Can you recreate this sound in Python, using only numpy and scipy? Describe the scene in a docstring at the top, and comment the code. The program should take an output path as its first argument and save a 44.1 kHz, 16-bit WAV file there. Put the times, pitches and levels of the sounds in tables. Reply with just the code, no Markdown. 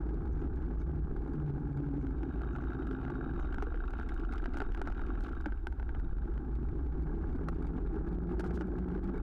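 """Wind buffets a microphone on a rolling bicycle, over the low shaking of the frame and the hum of tyres.
Road grain drives the frame, grit ticks against it, and the camera case knocks amid short bright clicks.
The bicycle slows, coasts over a grass verge past idling cars with its freewheel rattling, then
speeds up on asphalt. Far tyres wash, a distant bird chirps, and a fast limiter flattens each swell."""
import sys
import numpy as np
from scipy import signal
from scipy.fft import rfft, irfft, next_fast_len
from scipy.io import wavfile
from scipy.ndimage import uniform_filter1d

SR = 44100
rng = np.random.default_rng(int(sys.argv[2]) if len(sys.argv) > 2 else 0)


def master(y):
    """Save y as 16-bit WAV."""
    cut = np.clip(np.atleast_2d(y).T, -1, 1)
    pcm = np.round(cut * 32767)  # scale
    wavfile.write(sys.argv[1], SR, pcm.astype(np.int16))


N = 406595
TIME = np.arange(N) / SR
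CRUISE_HZ = 154   # tread rate at cruising speed
# Resonances of the camera case. Each row: frequency in Hz, gain in dB, 60 dB decay time in seconds.
CASE_MODES = [(350, -8, .02), (790, -1.5, 0.019), (879, 8, 0.023), (1378, 10.5, 0.013), (1454, 4, 0.029),
              (2010, -8, 0.02), (2450, -15, 0.012), (2900, -16, 0.027), (4600, -20.5, 0.024)]


def from_db(db):
    """Decibels to amplitude ratio."""
    return 10 ** (np.asarray(db) / 20)


def rms_one(x):
    """Scale to unit rms."""
    return x / np.sqrt(np.mean(x ** 2) + 1e-20)


def loudest_one(x):
    """Scale a burst so that its loudest three milliseconds have unit rms."""
    return x / np.sqrt(uniform_filter1d(x ** 2, 132).max())


def in_time(rows):
    """Interpolate each column of a curve at every sample."""
    s, *columns = np.transpose(rows)
    return [np.interp(TIME, s, c) for c in columns]


def swells(rows):
    """Summed power of bell-shaped swells, each at half power at the edges of its width."""
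    return sum(from_db(db) ** 2 * 2 ** -((2 * (TIME - s) / width) ** 2) for s, width, db in rows)


def scatter(shape):
    """Gaussian draws limited to two standard deviations."""
    return np.clip(rng.standard_normal(shape), -2, 2)


def drift(corner_hz):
    """Low-passed random fluctuation of unit rms."""
    hz = np.arange(N // 2 + 1) * SR / N
    return rms_one(irfft(rfft(rng.standard_normal(N)) / (1 + (hz / corner_hz) ** 4), N))


def coloured(x, spectrum):
    """Filter by a spectral envelope that rolls off beyond its ends; unit rms."""
    hz, db = np.transpose(spectrum)
    size = next_fast_len(N + SR // 4)
    bins = np.maximum(np.arange(size // 2 + 1) * SR / size, 1)
    gain = from_db(np.interp(np.log(bins), np.log(hz), db))
    skirts = np.minimum(1, bins / hz[0]) * np.minimum(1, hz[-1] / bins) ** 2
    return rms_one(irfft(rfft(x, size) * gain * skirts, size)[:N])


def noise(spectrum):
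    """Coloured Gaussian noise of unit rms."""
    return coloured(rng.standard_normal(N), spectrum)


def evened(x, seconds):
    """Steady a noise by dividing it by its running rms."""
    size = max(int(seconds * SR), 1)
    return x / np.sqrt(uniform_filter1d(uniform_filter1d(x ** 2, size), size) + 1e-9)


def ring(force, modes):
    """Modal response: each mode is a damped harmonic oscillator."""
    out = 0
    for hz, db, t60 in modes:
        r, w = np.exp(-np.log(1000) / (t60 * SR)), 2 * np.pi * hz / SR
        out += from_db(db) * signal.lfilter([0, np.sin(w)], [1, -2 * r * np.cos(w), r * r], force + 1e-18)
    return out


def decaying(impulses, seconds):
    """Give each impulse an exponential tail."""
    return signal.lfilter([1], [1, -np.exp(-1 / (seconds * SR))], impulses + 1e-18)


def cut(x, hz, kind, order=2):
    """Causal low-pass or high-pass."""
    return signal.sosfilt(signal.butter(order, hz, kind, fs=SR, output="sos"), x)


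def add(out, s, sound):
    """Mix a short sound in at s seconds."""
    at = int(s * SR)
    out[at:at + len(sound)] += sound[:N - at]


def tread_hz():
    """Tread blocks meet the ground at a rate proportional to speed."""
    # Each row: time in seconds, tread rate in Hz.
    speed = [(0, 155.4), (1.05, 148.9), (2, 139), (2.7, 132.6), (3.4, 133.6), (4.9, 120), (5.65, 90.1),
             (6.0, 116.3), (6.5, 129.3), (7.1, 155.5), (7.9, 167.9), (8.4, 179), (8.85, 182.1), (9.22, 192)]
    return in_time(speed)[0]


def on_grass(start_s=3.58, end_s=5.86, entry_s=0.26, exit_s=0.29):
    """Crossfade of the ground: 0 on asphalt, 1 on the verge."""
    return np.clip(.5 + np.minimum((TIME - start_s) / entry_s, (end_s - TIME) / exit_s), 0, 1)


def rolling(cruise_db, doubling_db, grass_db=0):
    """Gain of a rolling noise: a power law of speed, cushioned by grass."""
    return from_db(cruise_db + doubling_db * np.log2(tread_hz() / CRUISE_HZ) + grass_db * on_grass())


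def wind(headwind_db=-52.5, buffet_gain_db=5.0, flutter_hz=1.2):
    """Turbulent pressure: eddies push on the microphone while the frame shakes at its low resonance."""
    # Spectra of the eddies and the frame. Each row: frequency in Hz, relative density in dB.
    buffet_spectrum = [(8, -16), (16, 6.5), (26, 1), (32, 1), (39, 10.5), (47, -1), (70, -28.5),
                       (150, -56.5)]
    shake_spectrum = [(25, -27), (40, -29), (48, -6), (54, -1), (60, -5.5), (72, -11.5), (90, -21),
                      (160, -50.5)]
    # Each row: centre in seconds, width in seconds, relative level in dB.
    gusts = [(0.45, 1.5, -45), (1.1, 0.21, -44.5), (3.6, 0.33, -37), (4.8, 1.02, -35.5), (6.1, 0.28, -38.5),
             (7.55, 1.4, -41), (8.25, 0.29, -53.5), (9.2, 0.23, -35.5)]
    # Each row: time in seconds, mean level of the frame's shaking in dB.
    shaking = [(0, -36), (0.6, -35.5), (0.95, -29), (1.3, -41), (2.1, -38), (2.9, -36.5), (3.3, -38),
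               (5.6, -39), (6.1, -34.5), (6.45, -34), (7.2, -34), (7.8, -34), (8.8, -30.5), (9.22, -38)]
    strength = np.sqrt(from_db(headwind_db) ** 2 + swells(gusts))
    shake_db, = in_time(shaking)
    buffet = evened(noise(buffet_spectrum), seconds=0.25)
    shake = evened(noise(shake_spectrum), seconds=0.15)
    buffet *= strength * from_db(buffet_gain_db + drift(flutter_hz))
    shake *= from_db(shake_db + 1.5 * drift(flutter_hz))
    return buffet + shake


def grit(per_s, spread_db, clump_db):
    """Shot noise: tiny random impacts of the road grain, their strength swelling in clumps."""
    impacts = (rng.random(N) < per_s / SR) * rng.standard_normal(N)
    return impacts * from_db(spread_db * rng.standard_normal(N) + clump_db * drift(72))


def road():
    """Forced vibration: road grain drives the frame and hollow camera case, harder on rough ground."""
    # Three bands of vibration. 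Each row: frequency in Hz, relative density in dB.
    rumble_spectrum = [(55, -22), (85, -4), (115, -1.5), (160, -1), (210, -8), (280, -21), (500, -43.5)]
    drone_spectrum = [(150, -15.5), (210, -9), (255, -2.5), (295, -5), (335, -1.5), (375, -6.5),
                      (425, -9.5), (480, -21), (600, -29.5), (900, -26), (2000, -74.5)]
    buzz_spectrum = [(400, -17), (620, -16.5), (740, 0), (840, 5), (930, -16), (1050, -5), (1350, -2.5),
                     (1650, -4.5), (1850, -23), (2250, -25), (2600, -35), (3200, -40), (3750, -39),
                     (4200, -51), (5000, -41.5), (9000, -52.5)]
    # Each row: centre in seconds, width in seconds, added vibration in dB relative to smooth road.
    rough_patches = [(3.05, 1, -1.5), (4.6, 0.7, 3.5), (5.15, 0.57, 5), (8.55, 0.27, 3.5)]
    rumble = evened(noise(rumble_spectrum), seconds=0.83)
    drone = evened(coloured(grit(3000, spread_db=2.5, clump_db=2.5), drone_spectrum), seconds=0.49)
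    buzz = evened(coloured(grit(2500, spread_db=-0.5, clump_db=3.5), buzz_spectrum), seconds=0.096)
    rumble *= rolling(cruise_db=-47.5, doubling_db=5, grass_db=-7.5)
    drone *= rolling(cruise_db=-41.5, doubling_db=14, grass_db=-2.4)
    buzz *= rolling(cruise_db=-56.5, doubling_db=13, grass_db=-2)
    return np.sqrt(1 + swells(rough_patches)) * (rumble + drone + buzz)


def tyre_hum(wobble=0.02, rough=0.4, swell_db=2.0):
    """Periodic tread impacts make a tone; uneven asphalt modulates it and grass silences it."""
    # Each row: time in seconds, relative levels of the fundamental and of its octave in dB.
    hum_levels = [(0, -47.5, -65), (0.85, -46, -64), (1, -37.5, -55.5), (1.3, -51.5, -52.5),
                  (1.45, -37, -55), (2.0, -39.5, -44), (2.12, -48.5, -49.5), (2.5, -45, -54.5),
                  (3.05, -50, -48.5), (3.4, -51.5, -57), (6.45, -53.5, -59), (6.7, -45.5, -59.5),
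                  (7.2, -46.5, -58.5), (7.7, -48.5, -66), (7.9, -46.5, -54), (8.6, -35, -44.5),
                  (9.22, -38, -62)]
    first_db, octave_db = in_time(hum_levels)
    phase = 2 * np.pi * np.cumsum(tread_hz() * (1 + wobble * drift(18.95))) / SR
    first_gain = from_db(first_db - 1 + swell_db * drift(4.5))
    sidebands = rough * (drift(16) * np.cos(phase) + drift(27) * np.sin(phase))
    first = first_gain * (np.sin(phase) + sidebands)
    octave = from_db(octave_db + 4.5) * (1 + rough * drift(23)) * np.sin(2 * phase)
    return np.sqrt(2) * (first + octave) * (1 - on_grass())


def crunch(snaps_per_s=45, spread_db=6.5, snap_s=0.0046, rustle=0.09):
    """Brittle fracture: stalks and gravel snap under the tyres in noise bursts over a steady rustle."""
    # Each row: frequency in Hz, relative density in dB.
    spectrum = [(900, -2.5), (2000, 10), (2700, 4.5), (4200, -4), (5500, -9.5), (7000, -12), (10000, -18.5),
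                (15000, -17)]
    # Patches of twigs and gravel. Each row: centre in seconds, width in seconds, level in dB.
    litter = [(4.1, 0.15, -62), (4.57, 0.58, -63), (2.7, 0.56, -80), (5.28, 0.12, -69)]
    dust = rolling(cruise_db=-77.5, doubling_db=14, grass_db=-1)
    strength = np.sqrt(dust ** 2 + swells(litter))
    snaps = (rng.random(N) < snaps_per_s / SR) * from_db(spread_db * scatter(N))
    envelope = decaying(snaps, snap_s) + rustle
    return strength * evened(envelope * noise(spectrum), seconds=1.0)


def engines(firing_hz=46, at_one_metre_db=-39, slope_db=-21.5):
    """Idling cars hum at harmonics of their firing rate, weakened by spherical spreading."""
    # Each row: time in seconds, distance to the nearest engine in metres.
    distances = [(0, 21), (3, 12), (4.6, 1.5), (5.6, 2.7), (7, 18), (9.22, 16)]
    metres, = in_time(distances)
    phase = 2 * np.pi * np.cumsum(firing_hz * (1 + 0.016 * drift(0.94))) / SR
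    hum = sum(from_db(slope_db * np.log2(k) + 2 * drift(3.1)) * np.sin(k * phase) for k in range(1, 7))
    return from_db(at_one_metre_db) * rms_one(hum) / metres


def far_traffic():
    """The tyres of far cars sum incoherently to a steady wash."""
    # Each row: frequency in Hz, relative density in dB.
    spectrum = [(300, 1.5), (600, -9.5), (830, 4.5), (1050, -8), (1550, -4.5), (1900, -20), (4000, -30)]
    return from_db(-64) * noise(spectrum)


def hiss():
    """Stationary broadband noise forms a faint floor."""
    # Each row: frequency in Hz, relative density in dB.
    spectrum = [(100, -2.5), (2000, -6), (4000, -14.5), (8000, -16.5), (15000, -11.5)]
    return from_db(-82) * noise(spectrum)


def stones(per_s=22, spread_db=5.5, large_gain_db=8.0, skitter=0.1, skitter_s=.002):
    """Impulse excitation: grains flung off the tyres tick, skitter on the frame and ring the case."""
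    # Each row: time in seconds, relative strength in dB.
    large_stones = [(0.143, -50), (0.258, -51.5), (0.663, -53), (0.817, -48.5), (1.164, -51.5),
                    (1.278, -53), (1.73, -49), (1.773, -46), (2.012, -49), (2.107, -54), (2.181, -54),
                    (6.554, -48), (6.687, -49), (6.922, -56.5), (7.328, -50), (7.36, -50), (7.625, -43.5),
                    (7.668, -44.5), (7.872, -50), (7.935, -57), (8.089, -45.5), (8.129, -47.5),
                    (8.322, -49.5), (8.672, -45), (8.765, -51), (8.886, -48), (9.042, -46.5),
                    (9.179, -39.5)]
    # Resonances they strike. Each row: frequency in Hz, gain in dB, 60 dB decay time in seconds.
    modes = [(2240, -16.5, 0.021), (3800, -21.5, 0.01), (4700, -22, 0.0061)]
    sizes = rolling(cruise_db=-54.5, doubling_db=14) * from_db(spread_db * scatter(N))
    ticks = (rng.random(N) < per_s / SR) * sizes
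    for s, db in large_stones:
        add(ticks, s, from_db([db + large_gain_db]))
    ticks += skitter * rng.standard_normal(N) * decaying(ticks, skitter_s)
    bright = cut(cut(ticks + ring(ticks, modes), 1500, "high"), 6000, "low", order=1)
    return bright + from_db(-24) * ring(ticks, CASE_MODES)


def bird(pitch_hz=6500, fall=0.15, trill_depth=0.08, trill_hz=190, echo_db=-13, echo_s=0.03):
    """Frequency modulation makes thin, sagging chirps buzz; the trees return one echo."""
    # Each row: start in seconds, length in seconds, peak level in dB.
    chirps = [(0.322, 0.016, -70.5), (0.392, .036, -79), (0.786, 0.04, -72), (1.999, .036, -76.5),
              (2.522, 0.042, -77), (2.603, 0.04, -81), (3.398, .036, -73)]
    out, waver = np.zeros(N), 0.047 * drift(400)
    for s, length, db in chirps:
        t = TIME[:int(length * SR)]
        trill = trill_depth * np.sin(2 * np.pi * trill_hz * t)
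        hz = pitch_hz * (1 - fall * (t / length) ** 2 + trill + waver[int(s * SR):][:len(t)])
        envelope = from_db(db) * np.sqrt(np.abs(np.sin(np.pi * t / length)))
        chirp = envelope * np.sin(2 * np.pi * np.cumsum(hz) / SR)
        add(out, s, chirp)
        add(out, s + echo_s, from_db(echo_db) * chirp)
    return out


def knocks(chatter=0.053, detune=0.048, crack_hz=3800, crack_rise_s=0.00039, crack_octaves=0.23):
    """Knocks on the case and short bright clicks: damped modes clack and a noise burst adds a crack."""
    # Each row: start in seconds, chatter decay time in seconds, clack level in dB, crack level in dB.
    events = [(0.56, 0.002, -49, -60.5), (1.335, 0.0031, -54, -64), (2.069, 0.0011, -46.5, -58.5),
              (2.232, 0.003, -42.5, -69), (2.4177, .004, -41.5, -64), (2.562, 0.004, -41, -66),
              (2.706, 0.0034, -46, -74), (2.822, .004, -42, -71), (2.87, 0.0043, -50, -60),
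              (3.017, 0.0046, -49, -77), (3.051, 0.0025, -40.5, -79), (3.081, .003, -40, -82),
              (3.101, 0.0083, -39, -66), (3.397, .003, -41, -63), (3.448, 0.0025, -45, -75),
              (3.584, .003, -39, -70), (3.544, 0.0017, -39.5, -54), (3.624, 0.012, -30.5, -53.5),
              (3.744, 0.0033, -39, -78), (3.906, 0.0035, -46, -60), (3.937, 0.005, -39, -71),
              (3.998, 0.0035, -38, -69), (4.076, 0.0023, -62, -78), (4.11, 0.0018, -50, -72),
              (4.142, 0.0023, -51, -56), (4.336, 0.0039, -42, -56), (4.357, 0.0033, -44, -64),
              (4.458, 0.0051, -28, -60), (4.543, 0.0028, -34.5, -67), (4.571, 0.0052, -35, -51),
              (4.585, 0.0025, -46, -56), (4.603, 0.0035, -26, -62), (4.618, 0.0042, -31, -59),
              (4.639, .004, -44, -69), (4.663, 0.0025, -45, -71), (4.721, 0.0033, -38.5, -53),
              (4.748, 0.003, -30, -51), (4.775, 0.011, -35.5, -64), (4.816, 0.0012, -27.5, -42),
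              (4.874, 0.0045, -33.5, -60), (4.901, 0.0036, -41, -64), (4.923, 0.0036, -33.5, -54),
              (4.994, 0.0027, -42, -72), (5.017, 0.0036, -41, -65), (5.155, 0.0033, -43, -72),
              (5.2067, 0.0037, -43, -56), (5.222, 0.0022, -50, -57), (5.238, 0.0035, -49, -55),
              (5.283, .002, -47, -64), (5.41, 0.0022, -55, -59), (5.459, 0.015, -31.5, -63),
              (5.5225, 0.0068, -42, -78), (5.67, 0.0027, -30, -48.5), (5.725, .003, -46.5, -67),
              (5.798, 0.0031, -41, -74), (5.828, 0.0027, -45, -75), (5.892, 0.0083, -40.5, -74),
              (5.949, 0.0045, -42.5, -78), (5.998, 0.0031, -45.5, -69), (6.184, 0.0025, -42, -74),
              (6.378, 0.0038, -43.5, -66), (7.024, 0.0018, -53, -61), (7.486, 0.0053, -30, -51.5),
              (8.395, 0.012, -29, -41.5), (8.406, 0.0061, -26.5, -50), (8.441, 0.016, -33, -58),
              (8.508, 0.012, -37.5, -74), (8.61, 0.0055, -26, -50.5), (8.618, 0.0057, -35.5, -57)]
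    out, t, grain = np.zeros(N), TIME[:SR // 20], rng.standard_normal(N + SR)
    for (s, decay_s, clack_db, crack_db), (pitch, brightness) in zip(events, scatter((len(events), 2))):
        rattle = grain[int(s * SR):][:len(t)] * np.exp(-t / decay_s)
        excitation = (t == 0) + chatter * rattle
        modes = [(hz * (1 + detune * pitch), db, t60) for hz, db, t60 in CASE_MODES]
        clack = loudest_one(cut(cut(ring(excitation, modes), 300, "high"), 3600, "low"))
        burst = rattle * (1 - np.exp(-t / crack_rise_s)) * np.exp(-t / (1.7 * decay_s))
        top_hz = crack_hz * 2 ** (crack_octaves * brightness)
        crack = loudest_one(cut(cut(burst, 1100, "high"), top_hz, "low", order=1))
        add(out, s, from_db(clack_db) * clack + from_db(crack_db) * crack)
    return out


def freewheel(ticks_per_s=57, spread_db=2.5, weak_pawl_db=-4, slide_s=0.0013, scuff=0.01, fade_s=0.4):
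    """Friction excites the hub's modes as two unequal pawls rub and slip off the teeth in turn."""
    # Each row: start in seconds, end in seconds, level at cruising speed in dB.
    coasts = [(2.092, 5.69, -52.5), (5.636, 6.55, -61.5), (9.041, 9.6, -45)]
    # Hub and frame. Each row: frequency in Hz, gain in dB, 60 dB decay time in seconds.
    hub_modes = [(720.9, -3, 0.029), (1130, -6, 0.035), (1346, 3, 0.026), (1417, 4, 0.022),
                 (1550, 0.5, 0.023), (1640, -4, 0.024), (2520, -13, 0.006), (3050, -18, 0.0088),
                 (3752, -19.5, 0.042)]
    coasting = sum(from_db(db) * np.clip(np.minimum(TIME - start, end - TIME) / fade_s, 0, 1)
                   for start, end, db in coasts)
    teeth = np.floor(np.cumsum(ticks_per_s * np.exp(0.2 * drift(40))) / SR)
    ticks = np.diff(teeth, prepend=0) * from_db(weak_pawl_db * (teeth % 2) + spread_db * scatter(N))
    age = TIME[:SR // 50] / slide_s
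    slides = signal.fftconvolve(ticks, age * np.exp(-age))[:N]
    friction = (slides + scuff) * rng.standard_normal(N)
    ringing = sum(ring(friction * (-1) ** k, [mode]) for k, mode in enumerate(hub_modes))
    muffled = cut(cut(ringing, 680, "high"), 3500, "low", order=4)   # the frame passes little treble
    return coasting * rolling(cruise_db=0, doubling_db=-0.5) * evened(muffled, seconds=0.14)


def puffs():
    """Flow noise: sharp eddies hiss briefly across the microphone port."""
    # Each row: centre in seconds, width in seconds, level in dB.
    eddies = [(2.925, .03, -77), (8.47, 0.016, -61), (8.555, .016, -55), (8.607, 0.019, -61)]
    # Each row: frequency in Hz, relative density in dB.
    spectrum = [(1000, -8), (3000, 4), (7500, -0.5), (11000, -6), (15000, -9)]
    return np.sqrt(swells(eddies)) * noise(spectrum)


def jolts(t60=0.062, rise_s=0.0032, gain_db=4.0):
    """Damped free vibration: hard bumps set the frame thudding in three inharmonic modes."""
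    # Each row: start in seconds, main frequency in Hz, relative level in dB.
    thuds = [(3.624, 411, -26.5), (3.667, 463, -37.5), (3.74, 476, -38), (4.459, 350, -28.5),
             (4.477, 253, -26), (4.616, 388, -30.5), (4.744, 350, -38), (4.813, 389, -29.5),
             (4.84, 318, -42), (5.307, 312, -38), (5.462, 300, -22.5), (5.668, 360, -34.5),
             (8.395, 333, -18.5), (8.433, 371, -21), (8.508, 386, -31), (8.603, 223, -33.5),
             (8.615, 307, -21)]
    out, t = np.zeros(N), TIME[:SR // 8]
    for s, hz, db in thuds:
        for ratio, mode_db in (0.7, -9), (1, 0), (1.93, -10):
            fade = from_db(-60 * t * ratio / t60) * (1 - np.exp(-t / rise_s))   # high modes die sooner
            add(out, s, from_db(db + gain_db + mode_db) * fade * np.sin(2 * np.pi * hz * ratio * t))
    return out


def scene():
    """Superposition of all sources at a single microphone."""
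    bicycle = road() + tyre_hum() + crunch() + stones() + freewheel() + knocks() + jolts()
    background = hiss() + engines() + far_traffic()
    return (bicycle + background + wind() + puffs() + bird())[None]


def record(dry, ceiling_db=-28.5, release_db_per_s=177.5, detector_s=0.00045):
    """Peak limiting: swells are clamped, sharp clacks slip past and clip; sub-bass and top are cut."""
    sensed = uniform_filter1d(dry, int(detector_s * SR), axis=-1)
    over_db = np.maximum(20 * np.log10(np.abs(sensed) + 1e-9) - ceiling_db, 0)
    recovered_db = release_db_per_s * TIME
    duck_db = np.maximum.accumulate(over_db + recovered_db, axis=-1) - recovered_db
    overload = from_db(ceiling_db - 0.4)
    clipped = np.clip(dry * from_db(-duck_db), -overload, overload)
    centred = cut(clipped, 4.4, "high", order=1)
    soft_ends = np.clip(np.minimum(TIME, TIME[-1] - TIME) / .006, 0, 1)
    dulled = cut(centred * soft_ends, 6850, "low", order=1)
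    return signal.sosfilt(signal.cheby2(12, 70, 17000, fs=SR, output="sos"), dulled)


dry = scene()
out = record(dry)
master(out)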